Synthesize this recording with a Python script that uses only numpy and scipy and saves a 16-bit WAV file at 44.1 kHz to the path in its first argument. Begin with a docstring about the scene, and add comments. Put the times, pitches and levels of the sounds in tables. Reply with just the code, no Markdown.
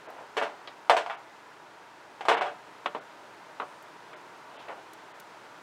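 """Tweezers at a jeweller's bench

A small workshop, one microphone close to the bench. Steel tweezers nudge a brass ring and its metal
plate. Firm knocks rattle the plate and ring on in the bench and the room; light taps on something
hard die quickly. The tips tick on the rim, and the work slides a little and squeaks once, faintly.
Steady room noise lies underneath, and now and then the treble dips for an instant."""
import sys
import numpy as np
from scipy import signal
from scipy.fft import rfft, irfft
from scipy.io import wavfile

SR = 44100
rng = np.random.default_rng(int(sys.argv[2]) if len(sys.argv) > 2 else 0)


def put_to_file(sound):
    """Save the sound as 16-bit audio at rate SR, in the file named by the first command-line argument."""
    columns = np.atleast_2d(sound).T  # one column per channel
    safe = np.clip(columns, -1, 1)
    whole_steps = np.round(safe * 32767)
    wavfile.write(sys.argv[1], SR, whole_steps.astype(np.int16))


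N = 247838
TIME = np.arange(N) / SR
HIT_SAMPLES = 18000
HIT_TIME, HIT_HZ = np.arange(HIT_SAMPLES) / SR, np.fft.rfftfreq(HIT_SAMPLES, 1 / SR)

# how long each register rings: frequency_hz, t60_factor
DECAY_BY_REGISTER = [(150, 2.44), (700, 1.24), (2500, 0.96), (6000, 1.06), (14000, 0.7)]


def knocks(modes, rebound_s=0.0075, rebound_hz=1630):
    """The plate cracks against the bench, then rebounds once with more clack and a longer tail."""
    # firm knocks: start_s, level_db, thud_db, clack_db, sheen_db, favoured_hz, rebound_db
    # (thud, clack, sheen and rebound are relative to the level)
    blows = [(0.3685, 12, -3, -9, -26.5, 460, 0), (0.4145, 11, -6.5, -16.5, -48, 1500, 0),
             (0.4255, 7.5, -3.5, -9.5, -27, 1350, -2.5), (0.8968, 28.5, -14, -14, -32, 560, -10.5),
             (0.9672, 17, -12, -8, -25.5, 620, -7.5), (1.0622, 6, -27, -11.5, -33, 704, -27),
             (1.0985, 8, -21.5, -11, -41, 1530, -2), (2.2086, 2.5, -5.5, -5, -30, 796, -22),
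             (2.2530, 5.5, -9, -14.5, -28, 890, -6.5), (2.2845, 21, -3.5, -9.5, -28.5, 960, -1.5),
             (2.3140, 14.5, -3, -10, -35.5, 900, -2), (2.3440, 8, -17, -22, -39, 840, -24),
             (2.3700, 8, -7, -8.5, -40, 1440, -0.5), (2.4105, 13.5, -6.5, -11, -34, 890, -2),
             (2.4590, 5.5, -9, -15.5, -36, 1490, 0.5)]
    # spectrum of a knock: frequency_hz, level_db
    colour = [(40, -46), (120, -23.5), (230, -13.5), (380, -0.5), (520, -4), (700, 0), (1000, -4.5),
              (1600, -6), (2100, -3), (3000, -2), (4500, -4), (8000, -3), (11500, -17), (15500, -28)]
    rings = mode_rings(modes, t60_factor=0.79)
    out = np.zeros(N)
    for start_s, level_db, thud_db, clack_db, sheen_db, favoured_hz, rebound_db in blows:
        touch = landing(thud_db, clack_db, sheen_db, favoured_hz, favour_db=6)
        tail = reflections(base_t60_s=0.18, late_db=-32, burst_db=5.5)
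        slap_db = -12.5 + 0.23 * level_db   # a harder knock slaps the plate flatter on the bench
        strike = contact(colour, touch, tail, rings, ring_db=2, slap_db=slap_db, crack_db=-2.5)
        add(out, start_s, from_db(level_db) * strike)

        touch = landing(thud_db + 0.5, clack_db + 3.5, sheen_db, rebound_hz, favour_db=4.5)
        tail = reflections(base_t60_s=0.27, late_db=-35, burst_db=-13)
        rebound = contact(colour, touch, tail, rings, ring_db=4.5, slap_db=-7, crack_db=-7.5)
        add(out, start_s + rebound_s, from_db(level_db + rebound_db) * rebound)
    return out


def taps(modes, sheen_re_clack_db=-26.5, halving_db=13):
    """Light, short taps on something hard at the bench."""
    # light taps: start_s, level_db, thud_db, clack_db, favoured_hz (thud and clack relative to level)
    blows = [(0.6749, 1.5, -11, -3.5, 4000), (2.8592, 14.5, -7.5, -2, 1090), (2.9486, 8, -2, -8, 990),
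             (2.9635, 5.5, -6.5, -14, 760), (3.5993, 11.5, -9.5, -9.5, 1120), (3.6194, 8.5, -10, -16, 1300),
             (4.1320, -3, -11, -7, 2080), (4.6840, -2, -10, -3, 2000)]
    # spectrum of a tap: frequency_hz, level_db
    colour = [(40, -42), (120, -22), (230, -7.5), (380, 1.5), (650, -2), (1000, -7), (1400, -6), (2800, -7),
              (3900, -4.5), (4700, -13.5), (8000, -12), (11500, -29), (15500, -38)]
    rings = mode_rings(modes, t60_factor=0.65)
    out = np.zeros(N)
    for start_s, level_db, thud_db, clack_db, favoured_hz in blows:
        touch = landing(thud_db, clack_db, clack_db + sheen_re_clack_db, favoured_hz, favour_db=7)
        base_t60_s = 0.16 * 0.5 ** (level_db / halving_db)   # firmer taps die sooner
        tail = reflections(base_t60_s, late_db=-62, burst_db=3)
        tap = contact(colour, touch, tail, rings, ring_db=-4.5, slap_db=-10, crack_db=-10, crack_hz=8200)
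        add(out, start_s, from_db(level_db) * tap)
    return out


def landing(thud_db, clack_db, sheen_db, favoured_hz, favour_db, width_octaves=0.37):
    """A blow's weight, hardness and the resonances it favours, in dB at each FFT bin."""
    touch = [(400, thud_db), (680, 0), (1100, 0), (2600, clack_db), (7500, sheen_db)]
    octaves_away = np.log2((HIT_HZ + 1) / favoured_hz)
    return at_hz(touch, HIT_HZ) + favour_db * np.exp(-(octaves_away / width_octaves) ** 2)


def contact(colour, landing_db, tail, rings, ring_db, slap_db, crack_db, crack_hz=2200):
    """A crack, a slap, reflections and ringing metal, all coloured by how and where the blow lands."""
    click = signal.unit_impulse(HIT_SAMPLES)
    crack = from_db(crack_db) * butter(click, crack_hz, "low", order=1)
    slap = from_db(slap_db) * butter(click, [610, 1420], "band")
    metal = from_db(ring_db) * (random_pushes(len(rings)) @ rings)   # each blow mixes the modes anew
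    return coloured(crack + slap + tail + metal, at_hz(colour, HIT_HZ) + landing_db)


def work_modes(upper_count=44):
    """The main modes of plate and bench, and many weak, irregularly spaced upper modes of the metal."""
    # resonances of plate and bench: pitch_hz, level_db, base_t60_s
    main_modes = [(432, 3, 0.22), (459, 10, 0.27), (585, 7, 0.34), (669, 5, 0.34), (739, 7, 0.45),
                  (796, -1, 0.3), (868, -1, 0.5), (953, 4, 0.26), (1023, 1, 0.3), (1124, 1, 0.38),
                  (1205, 2, 0.24), (1405, 5, 0.32), (1470, 3, 0.3), (1585, 2, 0.3), (1627, 3, 0.26),
                  (1782, 3, 0.26), (2263, 4, 0.2), (2599, 3, 0.2), (2790, 5, 0.22), (3010, 3, 0.15),
                  (3190, 3, 0.16), (3660, 2, 0.18)]
    pitch_hz = np.linspace(2900, 14000, upper_count) + rng.uniform(-140, 140, upper_count)
    level_db = 1.5 + 3 * rng.standard_normal(upper_count)
    base_t60_s = 0.14 * at_hz(DECAY_BY_REGISTER, pitch_hz)
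    return np.vstack([main_modes, np.column_stack([pitch_hz, level_db, base_t60_s])])


def mode_rings(modes, t60_factor):
    """Each mode rings as a dying cosine whose spectral peak stands at the mode's level."""
    pitch_hz, level_db, base_t60_s = np.transpose(modes)[:, :, None]
    fade = from_db(-60 * HIT_TIME / (base_t60_s * t60_factor))
    fade /= fade.sum(axis=1, keepdims=True)
    return 2 * from_db(level_db) * fade * np.cos(2 * np.pi * pitch_hz * HIT_TIME)


def tip_ticks(decay_cycles=620):
    """The fine steel tips touch so briefly that only a band of treble comes out."""
    # tweezer tips on the rim: start_s, level_db, lowest_hz, highest_hz
    ticks = [(0.1025, -37, 9500, 15000), (0.6745, -14, 3140, 4930), (3.826, -36, 6500, 14000),
             (4.9342, -30, 2800, 14500), (5.2000, -27, 2820, 14500)]
    out = np.zeros(N)
    for start_s, level_db, lowest_hz, highest_hz in ticks:
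        tick = from_db(1) * reflections(base_t60_s=decay_cycles / highest_hz, late_db=-50)
        tick[0] += 1   # the direct click
        add(out, start_s, from_db(level_db) * butter(tick, [lowest_hz, highest_hz], "band", order=3))
    return out


def slides(slips_per_s=4000):
    """Sliding is a dense run of tiny slips: dull for the plate, a thin hiss for a light brush."""
    # the work slides on the bench: middle_s, half_length_s, level_db
    shifts = [(0.094, 0.028, -44), (0.195, 0.059, -46), (4.58, 0.097, -52), (4.712, 0.027, -38),
              (4.78, 0.027, -48.5)]
    # tweezers and fingertip brush along: middle_s, half_length_s, level_db
    brushes = [(4.13, 0.025, -70), (4.60, 0.052, -55.5)]
    # spectrum of the sliding plate: frequency_hz, level_db
    colour = [(80, -31), (300, -5.5), (700, 7.5), (1300, -3), (3000, -18), (6000, -72), (15000, -54)]
    slips = (rng.random(N) < slips_per_s / SR) * random_pushes(N)
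    shuffle = shaped(slips, colour)
    hiss = rms_one(butter(slips, [2200, 3600], "band"))
    return swells(shifts) * shuffle + swells(brushes) * hiss


def squeak():
    """Metal rubbing on metal gives a thin, unsteady tone."""
    # a faint rub: middle_s, half_length_s, level_db
    rubs = [(3.72, 0.097, -73)]
    return swells(rubs) * noise_band(centre_hz=8800, width_hz=400)


def near_surfaces(x, echo_db=-32, lowest_hz=1300, count=6):
    """Hard things close by return the treble a few milliseconds late and ripple its spectrum."""
    out, treble = x.copy(), butter(x, lowest_hz, "high")
    for delay_s in np.linspace(0.0015, 0.009, count) + rng.uniform(-0.0006, 0.0006, count):
        add(out, delay_s, from_db(echo_db) * rng.choice([-1, 1]) * treble)
    return out


def reflections(base_t60_s, late_db, burst_db=0, build_s=0.0011, burst_t60_s=0.02, late_base_t60_s=0.81):
    """A burst from the struck part, dense reflections, then a faint room tail; flat, unit energy."""
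    edges_hz = np.r_[0, np.geomspace(180, 16000, 16), SR / 2]
    burst = from_db(burst_db - 60 * HIT_TIME / burst_t60_s)
    rise = 1 - np.exp(-HIT_TIME / build_s)
    white = rfft(rng.standard_normal(HIT_SAMPLES))
    out = np.zeros(HIT_SAMPLES)
    for low, high in zip(edges_hz, edges_hz[1:]):
        age = HIT_TIME / at_hz(DECAY_BY_REGISTER, (low + high) / 2)
        dense = from_db(-60 * age / base_t60_s)
        late = from_db(late_db - 60 * age / late_base_t60_s)
        band = irfft(white * ((HIT_HZ >= low) & (HIT_HZ < high)))
        band *= rise * (burst + dense + late)
        energy_share = (high - low) / (SR / 2)
        out += band * np.sqrt(energy_share / np.sum(band ** 2))
    return out


def room_noise():
    """The workshop's room tone: steady moving air with a few soft resonances."""
    # spectrum of the air: frequency_hz, level_db
    colour = [(15, -71), (25, -32), (86, -21.5), (113, -9), (248, -8.5), (307, -3), (473, -2), (513, -5.5),
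              (812, 0), (955, 4), (1090, -2), (1390, -1), (2150, -9), (7220, -24), (15800, -40)]
    # faint resonances: centre_hz, width_hz, level_db (relative to the air)
    resonances = [(317, 42, -21.5), (613, 65, -13), (1050, 430, -24), (2550, 22, -40)]
    # slow drift of the room's level: time_s, level_db
    drift = [(0, -49.5), (1.9, -51), (2.7, -49.5), (5.6, -49)]
    air = shaped(rng.standard_normal(N), colour)
    for centre_hz, width_hz, level_db in resonances:
        air += from_db(level_db) * noise_band(centre_hz, width_hz)
    return rms_one(air) * from_db(np.interp(TIME, *np.transpose(drift)))


def random_pushes(count, spread_db=3):
    """Pushes of random strength and sign."""
    return from_db(spread_db * rng.standard_normal(count)) * rng.choice([-1, 1], count)


def swells(table):
    """Smooth rises and falls of pressure."""
    return sum(from_db(db) * np.exp(-((TIME - middle_s) / half_s) ** 2) for middle_s, half_s, db in table)


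def noise_band(centre_hz, width_hz):
    """Noise through one resonance; unit power."""
    edges_hz = [centre_hz - width_hz / 2, centre_hz + width_hz / 2]
    return rms_one(butter(rng.standard_normal(N), edges_hz, "band", order=1))


def coloured(x, level_db):
    """Minimum-phase filter with the given dB at each FFT bin."""
    cepstrum = irfft(np.log(from_db(level_db)), len(x))
    cepstrum[1:len(x) // 2] *= 2
    cepstrum[len(x) // 2 + 1:] = 0
    return irfft(rfft(x) * np.exp(rfft(cepstrum)), len(x))


def shaped(x, spectrum):
    """Give a steady sound a spectrum; unit power."""
    gain = from_db(at_hz(spectrum, np.fft.rfftfreq(N, 1 / SR)))
    return rms_one(irfft(rfft(x) * gain, N))


def butter(x, hz, kind, order=2):
    """Causal Butterworth filter."""
    return signal.sosfilt(signal.butter(order, hz, kind, fs=SR, output="sos"), x)


def at_hz(points, hz):
    """Read a table on a log-frequency axis."""
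    known_hz, values = np.transpose(points)
    return np.interp(np.log(np.maximum(hz, 1)), np.log(known_hz), values)


def from_db(db):
    """Decibels to gain."""
    return 10 ** (np.asarray(db) / 20)


def rms_one(x):
    """Scale to unit power."""
    return x / np.sqrt(np.mean(x ** 2) + 1e-20)


def add(out, start_s, sound):
    """Mix a sound in at its start time."""
    start = round(start_s * SR)
    out[start:start + len(sound)] += sound[:N - start]


def scene():
    """The work on the bench, close up and in mono, over the noise of the room."""
    modes = work_modes()
    bench = knocks(modes) + taps(modes) + tip_ticks() + slides() + squeak()
    return near_surfaces(bench + room_noise())[None]


def record(dry):
    """The treble drops out now and then for an instant; the very top is cut throughout."""
    # moments when the treble dips: middle_s
    dips = [0.078, 1.166, 2.362, 2.405, 3.001, 4.155, 4.58, 5.133]
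    dip_above_hz, dip_depth, dip_half_s = 4060, 0.85, 0.0095
    cutoff_hz = 15850
    dull = signal.sosfiltfilt(signal.butter(6, dip_above_hz, fs=SR, output="sos"), dry)
    dull_share = dip_depth * sum(np.exp(-((TIME - middle_s) / dip_half_s) ** 2) for middle_s in dips)
    top_cut = signal.ellip(10, 0.1, 70, cutoff_hz, fs=SR, output="sos")
    return signal.sosfilt(top_cut, dry + dull_share * (dull - dry))


dry = scene()
out = record(dry)
put_to_file(out)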